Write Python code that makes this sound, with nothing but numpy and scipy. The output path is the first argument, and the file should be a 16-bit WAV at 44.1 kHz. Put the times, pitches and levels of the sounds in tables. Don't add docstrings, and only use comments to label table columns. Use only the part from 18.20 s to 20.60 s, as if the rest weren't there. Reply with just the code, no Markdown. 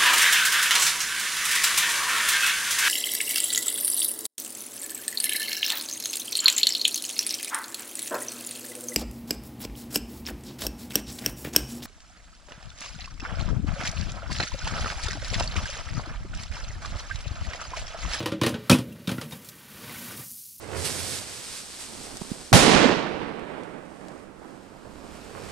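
import sys
import numpy as np
from scipy import signal
from scipy.io import wavfile
from scipy.ndimage import uniform_filter1d

SR = 44100
rng = np.random.default_rng(int(sys.argv[2]) if len(sys.argv) > 2 else 0)


def transcribe(u):
    v = np.clip(np.atleast_2d(u).T, -1, 1)
    q = np.round(v * 32767).astype(np.int16)
    wavfile.write(sys.argv[1], SR, q)


def nominal_scale(level):
    x = np.asarray(level, float) / 20
    return 10 ** x


N = 105840

# start_s [s], clatter_db [dB], boom_db [dB], edge_db [dB], boom_tilt [dB per octave]
KNOCKS = [(0.003, -23, -8.5, -23, -20), (0.028, -26.5, -26, -21, 0), (0.059, -15, -32, -17.5, 18),
          (0.119, -22.5, 2, -24, 7), (0.214, -14, -4.5, -20, -6), (0.2336, -13, -8, -18, 22),
          (0.264, -12, -7.5, -14.5, -2), (0.291, -40.5, -10, 5, 17), (0.342, -23.5, 0, -26.5, -0.5),
          (0.497, -3.5, -4.5, -12.5, 2), (0.505, -19, 4.5, -25.5, 3), (0.513, -11.5, 3, -8.5, 11),
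          (0.525, -16.5, 5, -12, -1.5), (0.544, -21, -2, -11, -4.5), (0.586, -25.5, 4.5, -11, 6),
          (0.874, -20, -0.5, -16.5, -2), (0.892, -20.5, -6, -17, 5), (0.915, -23.5, 2.5, -15.5, -3),
          (0.98, -30.5, 6.5, -21, 1), (1.013, -24, -12, -13, 0), (1.1095, -35, -4, -9.5, -16),
          (1.123, -29, -5.5, -14.5, -8.5), (1.694, -34, -15, -14, -15), (1.919, -39, -6, -1.5, 0)]
# pitch_hz [Hz], level_db [dB], t60_s [s]
WALL_MODES = [(100.4, -23, .15), (122.2, -2.5, 0.37), (150, -13, 0.3), (191.3, -0.5, 0.14),
              (221, -17, 0.41), (245.5, 2, 0.17), (283, -2.5, 0.15), (317.5, -9, 0.42), (353, -11.5, 0.22),
              (427, -16, 0.41), (465, -23.5, .25), (545, -21, 0.39), (550, -27.5, 0.22)]
# pitch_hz [Hz], width_hz [Hz], level_db [dB]
SHEET_MODES = [(991, 16, -16.5), (1198, 20, -12.5), (1340, 32, -13), (1562, 52, -5.5), (1885, 30, -7),
               (2050, 12, -21.5), (2426, 280, 5.5), (2800, 55, -21.5), (3000, 73, -21.5), (3230, 370, -3),
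               (3720, 390, 6.5), (4460, 20, -14.5)]
# freq_hz [Hz], level_db [dB]
CLATTER_COLOUR = [(290, -17), (500, 8), (652, -4), (984, -2.5), (1700, -6.5), (2190, -9), (2470, -6),
                  (3030, -2.5), (9000, -24.5), (11700, -50), (19800, -120)]
# freq_hz [Hz], level_db [dB]
EDGE_COLOUR = [(2940, -20), (5000, 0.5), (7240, -5), (10300, -2), (13500, -11.5), (15800, -14)]
# start_s [s], gain_db [dB]
RESTS = [
    (.19, -16),
    (0.401, 3),
    (0.564, -10),
    (.622, 0.5),
    (0.998, -42),
    (1.196, -3),
]
# time_s [s], level_db [dB]
RUB_LEVEL = [(0, -47), (.19, -56.5), (.3, -56), (.45, -52), (.63, -57), (.85, -56.5), (1.06, -56.5),
             (1.43, -54), (1.67, -46), (1.7, -44), (1.85, -45), (1.94, -44), (1.965, -53), (1.985, -48.5),
             (2.032, -50), (2.075, -63), (2.2, -74.5), (2.4, -87.5)]
# freq_hz [Hz], level_db [dB]
RUB_COLOUR = [(180, -37), (300, -5), (553, -19.5), (647, -7.5), (1500, -3), (1630, -4.5), (2080, -5),
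              (3420, -6.5), (9000, -21.5), (11700, -37), (19800, -120)]
# time_s [s], level_db [dB]
WEIGHT_LEVEL = [(0, -30.5), (.19, -43.5), (.3, -30.5), (.45, -47), (.63, -40.5), (.85, -48), (1.06, -44.5),
                (1.43, -56), (1.58, -47), (1.69, -41.5), (1.74, -48.5), (1.81, -44), (1.87, -49),
                (1.925, -43.5), (2.015, -44), (2.046, -55.5), (2.1, -64), (2.23, -74)]
# freq_hz [Hz], level_db [dB]
RUMBLE_COLOUR = [(35, -46), (60, 1.5), (107, -2.5), (187, -6), (247, -2.5), (318, -21), (550, -9),
                 (600, -9), (780, -51.5), (1320, -120)]
# time_s [s], level_db [dB]
SIZZLE_LEVEL = [(0, -75), (.2, -72), (.48, -58), (.7, -60.5), (.86, -60), (.89, -49.5), (1.09, -54),
                (1.13, -48), (1.21, -55.5), (1.25, -52.5), (1.43, -54), (1.65, -48.5), (1.8, -42.5),
                (1.94, -44.5), (1.965, -44), (2.1, -43), (2.2, -44.5), (2.4, -50.5)]
# freq_hz [Hz], level_db [dB]
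SIZZLE_COLOUR = [(880, -76.5), (1500, -44.5), (4010, -21), (4760, -16), (6800, -15), (7800, -17),
                 (12500, -9), (15900, -12.5), (16500, -30)]
# pitch_hz [Hz], t60_s [s], level_db [dB]
FOIL_CREASES = [(9900, .004, -27), (11050, .004, -28), (13000, .003, -27)]
# start_s [s], level_db [dB]
POPS = [(2.0107, -29), (2.0148, -28), (2.0393, -28), (2.0491, -29), (2.0715, -29), (2.0831, -23),
        (2.0962, -26), (2.1052, -23), (2.1103, -24), (2.1159, -20), (2.1211, -20), (2.138, -28),
        (2.1435, -27), (2.1583, -26), (2.1633, -24), (2.1728, -28), (2.1885, -29), (2.2162, -26),
        (2.2237, -28), (2.2649, -27), (2.2747, -31), (2.3102, -28), (2.3343, -29), (2.3619, -33),
        (2.3827, -33)]
# freq_hz [Hz], level_db [dB]
HUM_COLOUR = [(15, -31), (25, -1), (48, 4.5), (240, -7), (430, -26), (515, -24), (1780, -27), (3000, -13.5),
              (3900, -49.5), (6600, -120)]
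# start_s [s], pitch_hz [Hz], level_db [dB]
PINGS = [(0.06, 1037, -27), (0.12, 1390, -35), (0.214, 1034, -23.5), (0.218, 1550, -32.5),
         (0.234, 1066, -30), (.234, 3800, -29), (0.239, 1843, -25), (0.262, 4270, -26), (0.267, 1800, -31),
         (0.34, 1510, -36), (0.496, 1340, -17.5), (0.501, 3250, -17), (0.5251, 2540, -14),
         (0.722, 2730, -47), (.873, 2300, -45), (0.874, 3740, -31.5), (0.891, 3780, -49),
         (0.983, 1400, -33), (.982, 1965, -36.5), (1.122, 3720, -34), (1.696, 2034, -36.5),
         (1.71, 1110, -44), (1.745, 1520, -38.5), (1.76, 2220, -38.5), (1.885, 2330, -42),
         (1.909, 1506, -39)]
# start_s [s], level_db [dB], t60_s [s]
CRINKLES = [
    (0.7246, -48.5, .05),
    (1.2221, -49.5, 0.11),
    (1.245, -43.5, 0.25),
    (1.2879, -35.5, 0.065),
    (1.353, -48, .05),
    (1.9744, -36, 0.072),
]
# start_s [s], pitch_hz [Hz], level_db [dB], t60_s [s]
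PANELS = [(0, 333, -27.5, 0.13), (.058, 318.6, -20, 0.098), (.06, 502, -28, .08), (.122, 561, -27, 0.15),
          (.14, 202, -32, 0.18), (.215, 124, -18, .2), (.215, 315, -16, 0.082), (.236, 339, -18.5, .15),
          (.262, 458, -25, 0.13), (.264, 307.3, -25, 0.12), (.343, 237, -21.5, .1), (.5, 572, -22.5, .2),
          (.54, 244, -13, 0.24), (.885, 513, -36, .15), (.92, 560, -35.5, 0.16), (1.128, 170.6, -33, 0.14),
          (1.6, 117, -44, 0.33), (1.7, 120, -44, 0.13), (.566, 126.8, -25.5, 0.32),
          (1.915, 203.5, -41, 0.16), (1.94, 113, -34, 0.15), (1.99, 118.5, -34, 0.19),
          (2.05, 130, -50.5, .4), (2.055, 190, -48.5, 0.26), (2.115, 230, -49, .2), (1.03, 150, -32, .2),
          (1.05, 229, -39, 0.45)]
# start_s [s], level_db [dB]
BUMPS = [
    (1.65, -42),
    (1.76, -35),
    (1.965, -46),
    (2.034, -46),
    (2.115, -42.5),
]

PUSH_S, BOOM_LAG_S, BOOM_DB, UNEVEN_DB = 0.0011, 0.00373, 3.5, 7
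THUMP_HZ, THUMP_T60, THUMP_DB = 190, 0.012, 10.5
TICK_DB, CRACK_S, CRACK_DB = 11.5, 0.0055, -7.5
CLATTER_DB, CLATTER_T60, HIGH_T60 = -14.5, 0.22, 0.16
SHEET_DB, SHEET_DRIVE_T60 = -4.5, 0.11
EDGE_DB, EDGE_TAIL_DB, EDGE_T60 = -2.5, -4, 0.16
RUB_GRAINS_PER_S, RUB_SPREAD_DB, RUB_SMOOTH = 4800, -2, 0.86
SPITS_PER_S, SPIT_SPREAD_DB, SPIT_FROM_S, SPIT_SHARE = 900, 2.5, 2.04, 0.4
POP_S, POP_HZ = 0.00007, 11500
PING_T60, NEIGHBOUR_DB = 0.063, -12
HUM_DB, BUMP_S = -64, 0.0036
BASS_CUT_HZ, TOP_HZ, SIDE_DB = 97, 15760, -38


def evened(x):
    return x / np.sqrt(np.mean(x ** 2) + 1e-20)


def curve(rows):
    time_s, level_db = np.transpose(rows)
    return np.interp(np.arange(N) / SR, time_s, level_db)


def seconds(length_s):
    return np.arange(round(length_s * SR)) / SR


def add(mix, start_s, sound):
    part = mix[max(round(start_s * SR), 0):][:len(sound)]
    part += sound[:len(part)]


def highpassed(x, order, hz):
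    return signal.sosfilt(signal.butter(order, hz, "high", fs=SR, output="sos"), x)


def colour(x, points):
    f, db = np.transpose(points)
    hz = np.abs(np.fft.fftfreq(4096, 1 / SR)) + 1
    gain_db = np.interp(np.log(hz), np.log(f), db)
    gain_db -= 30 * np.maximum(np.log2(f[0] / hz), 0)
    gain_db -= 30 * np.maximum(np.log2(hz / f[-1]), 0)
    log_gain = np.log(nominal_scale(np.maximum(gain_db, -100)))
    taps = np.fft.ifft(np.exp(np.conj(signal.hilbert(log_gain)))).real
    return signal.oaconvolve(x, taps / np.linalg.norm(taps))[:len(x)]


def ring(x, hz, t60):
    r = 10 ** (-3 / (t60 * SR))
    w = 2 * np.pi * hz / SR
    return signal.lfilter([0, np.sin(w)], [1, -2 * r * np.cos(w), r * r], x)


def grains(per_s, spread_db):
    size = nominal_scale(spread_db * np.minimum(rng.exponential(1, N), 4)) * rng.choice([-1, 1], N)
    return evened(size * (rng.random(N) < per_s / SR))


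def wander(depth_db, smooth_samples):
    return nominal_scale(depth_db * evened(uniform_filter1d(rng.standard_normal(N), size=smooth_samples)))


def walls(drive, longer=1, extra_db=np.zeros(len(WALL_MODES))):
    return sum(nominal_scale(db + extra) * ring(drive, hz, t60 * longer)
               for (hz, db, t60), extra in zip(WALL_MODES, extra_db))


def choked(sound, start_s):
    t = np.arange(len(sound)) / SR
    for rest_s, gain_db in RESTS:
        if rest_s > start_s + 0.015:
            sound = sound * nominal_scale(gain_db * np.clip((t + start_s - rest_s) / 0.0027, 0, 1))
    return sound


def kitchen_hum():
    return nominal_scale(HUM_DB) * colour(rng.standard_normal(N), HUM_COLOUR)


def slide():
    slips = (1 - RUB_SMOOTH) * grains(RUB_GRAINS_PER_S, RUB_SPREAD_DB)
    slips = slips + RUB_SMOOTH * rng.standard_normal(N)
    scrape = evened(colour(slips * wander(1.5, 700), RUB_COLOUR))
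    sheet = sum(nominal_scale(0.5 * db) * ring(slips, hz, 3.3 / width) for hz, width, db in SHEET_MODES)
    rub = evened(scrape + 0.5 * evened(sheet)) * nominal_scale(curve(RUB_LEVEL))

    jolts = rng.standard_normal(N) * wander(1.5, 1500)
    rumble = 0.65 * evened(walls(jolts, 0.5)) + evened(colour(jolts, RUMBLE_COLOUR))
    return rub + evened(rumble) * nominal_scale(curve(WEIGHT_LEVEL))


def sizzle():
    t = np.arange(N) / SR
    share = SPIT_SHARE * np.clip((t - SPIT_FROM_S) / 0.073, 0.2, 1)
    fizz = rng.standard_normal(N) + share * grains(SPITS_PER_S, SPIT_SPREAD_DB)
    hiss = colour(fizz * wander(1.1, 500) * nominal_scale(curve(SIZZLE_LEVEL)), SIZZLE_COLOUR)
    return hiss + sum(nominal_scale(db) * ring(hiss, hz, t60) for hz, t60, db in FOIL_CREASES)


def panel(hz, db, t60):
    t = seconds(0.3)
    return nominal_scale(db - 60 * t / t60) * np.sin(2 * np.pi * hz * t) * (1 - np.exp(-t * hz))


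def wall_boom(start_s, boom_db, tilt_db):
    t = seconds(0.6)
    push = np.gradient(t * np.exp(-t / PUSH_S))
    place_db = UNEVEN_DB * rng.standard_normal(len(WALL_MODES))
    place_db += tilt_db * np.log2(np.array(WALL_MODES)[:, 0] / 200)
    thump = ring(push, THUMP_HZ * nominal_scale(0.37 * tilt_db), THUMP_T60)
    boom = walls(push, extra_db=place_db) + nominal_scale(THUMP_DB) * thump
    boom = np.interp(t - BOOM_LAG_S, t, boom)
    boom = boom / abs(boom).max() * nominal_scale(boom_db + BOOM_DB)
    return choked(boom, start_s)


def knock(start_s, db, boom_db, edge_db, tilt_db):
    t = seconds(0.6)
    body, bright = rng.standard_normal((2, len(t)))
    body[8] = bright[8] = nominal_scale(TICK_DB)
    crack = nominal_scale(CRACK_DB) * np.exp(-(t / CRACK_S) ** 2)

    dull = signal.sosfilt(signal.butter(2, 4200, fs=SR, output="sos"), body)
    rattle = dull * nominal_scale(-60 * t / CLATTER_T60) + (body - dull) * nominal_scale(-60 * t / HIGH_T60)
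    clatter = colour(body * crack + rattle, CLATTER_COLOUR)
    drive = body * nominal_scale(-60 * t / SHEET_DRIVE_T60)
    sheet = sum(nominal_scale(level) * ring(drive, hz, 2.5 / width) for hz, width, level in SHEET_MODES)
    clatter_rms = np.sqrt(np.mean(clatter ** 2))
    clatter = clatter + nominal_scale(SHEET_DB) * 0.5 * evened(sheet) * clatter_rms

    edge = colour(bright * (crack + nominal_scale(EDGE_TAIL_DB - 60 * t / EDGE_T60)), EDGE_COLOUR)
    boom = wall_boom(start_s, boom_db, tilt_db)
    return nominal_scale(db) * (boom + nominal_scale(CLATTER_DB) * clatter + nominal_scale(EDGE_DB + edge_db) * edge)


def ping(hz, db):
    t60 = PING_T60 * (2000 / hz) ** 0.23
    t = seconds(0.2)
    pair = np.sin(2 * np.pi * hz * t) + nominal_scale(NEIGHBOUR_DB) * np.sin(2 * np.pi * hz * 1.045 * t)
    return nominal_scale(db - 60 * t / t60) * pair * (1 - np.exp(-t / 0.00033))


def crinkle(db, t60):
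    t = seconds(0.1)
    return nominal_scale(db - 60 * t / t60) * highpassed(rng.standard_normal(len(t)), 2, 2800)


def bump(db):
    u = seconds(8 * BUMP_S) / BUMP_S
    return nominal_scale(db) * u ** 2 * np.exp(2 - 2 * u)


def pop(db):
    t = np.arange(-12, 30) / SR
    return nominal_scale(db) * np.exp(-(t / POP_S) ** 2) * np.cos(2 * np.pi * POP_HZ * t)


def scene():
    mix = kitchen_hum() + slide() + sizzle()
    for start_s, *row in PANELS:
        add(mix, start_s, choked(panel(*row), start_s))
    for row in KNOCKS:
        add(mix, row[0], knock(*row))
    for sound, events in ((ping, PINGS), (crinkle, CRINKLES), (bump, BUMPS), (pop, POPS)):
        for start_s, *row in events:
            add(mix, start_s, sound(*row))
    return np.array([mix, mix])


def low_pass(x):
    return signal.sosfilt(signal.butter(12, 16900, fs=SR, output="sos"), x)


def record(dry):
    thin = highpassed(dry, 3, BASS_CUT_HZ)
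    band_edge = signal.firwin(1501, TOP_HZ, window=("kaiser", 7), fs=SR)
    thin = signal.oaconvolve(thin, band_edge[None], "same")
    treble = highpassed(np.roll(thin[0], 40), 4, 4000)
    apart = thin + nominal_scale(SIDE_DB) * np.outer([1, -1], treble)
    return low_pass(np.clip(apart, -1, 1))


dry = scene()
out = record(dry)
transcribe(out)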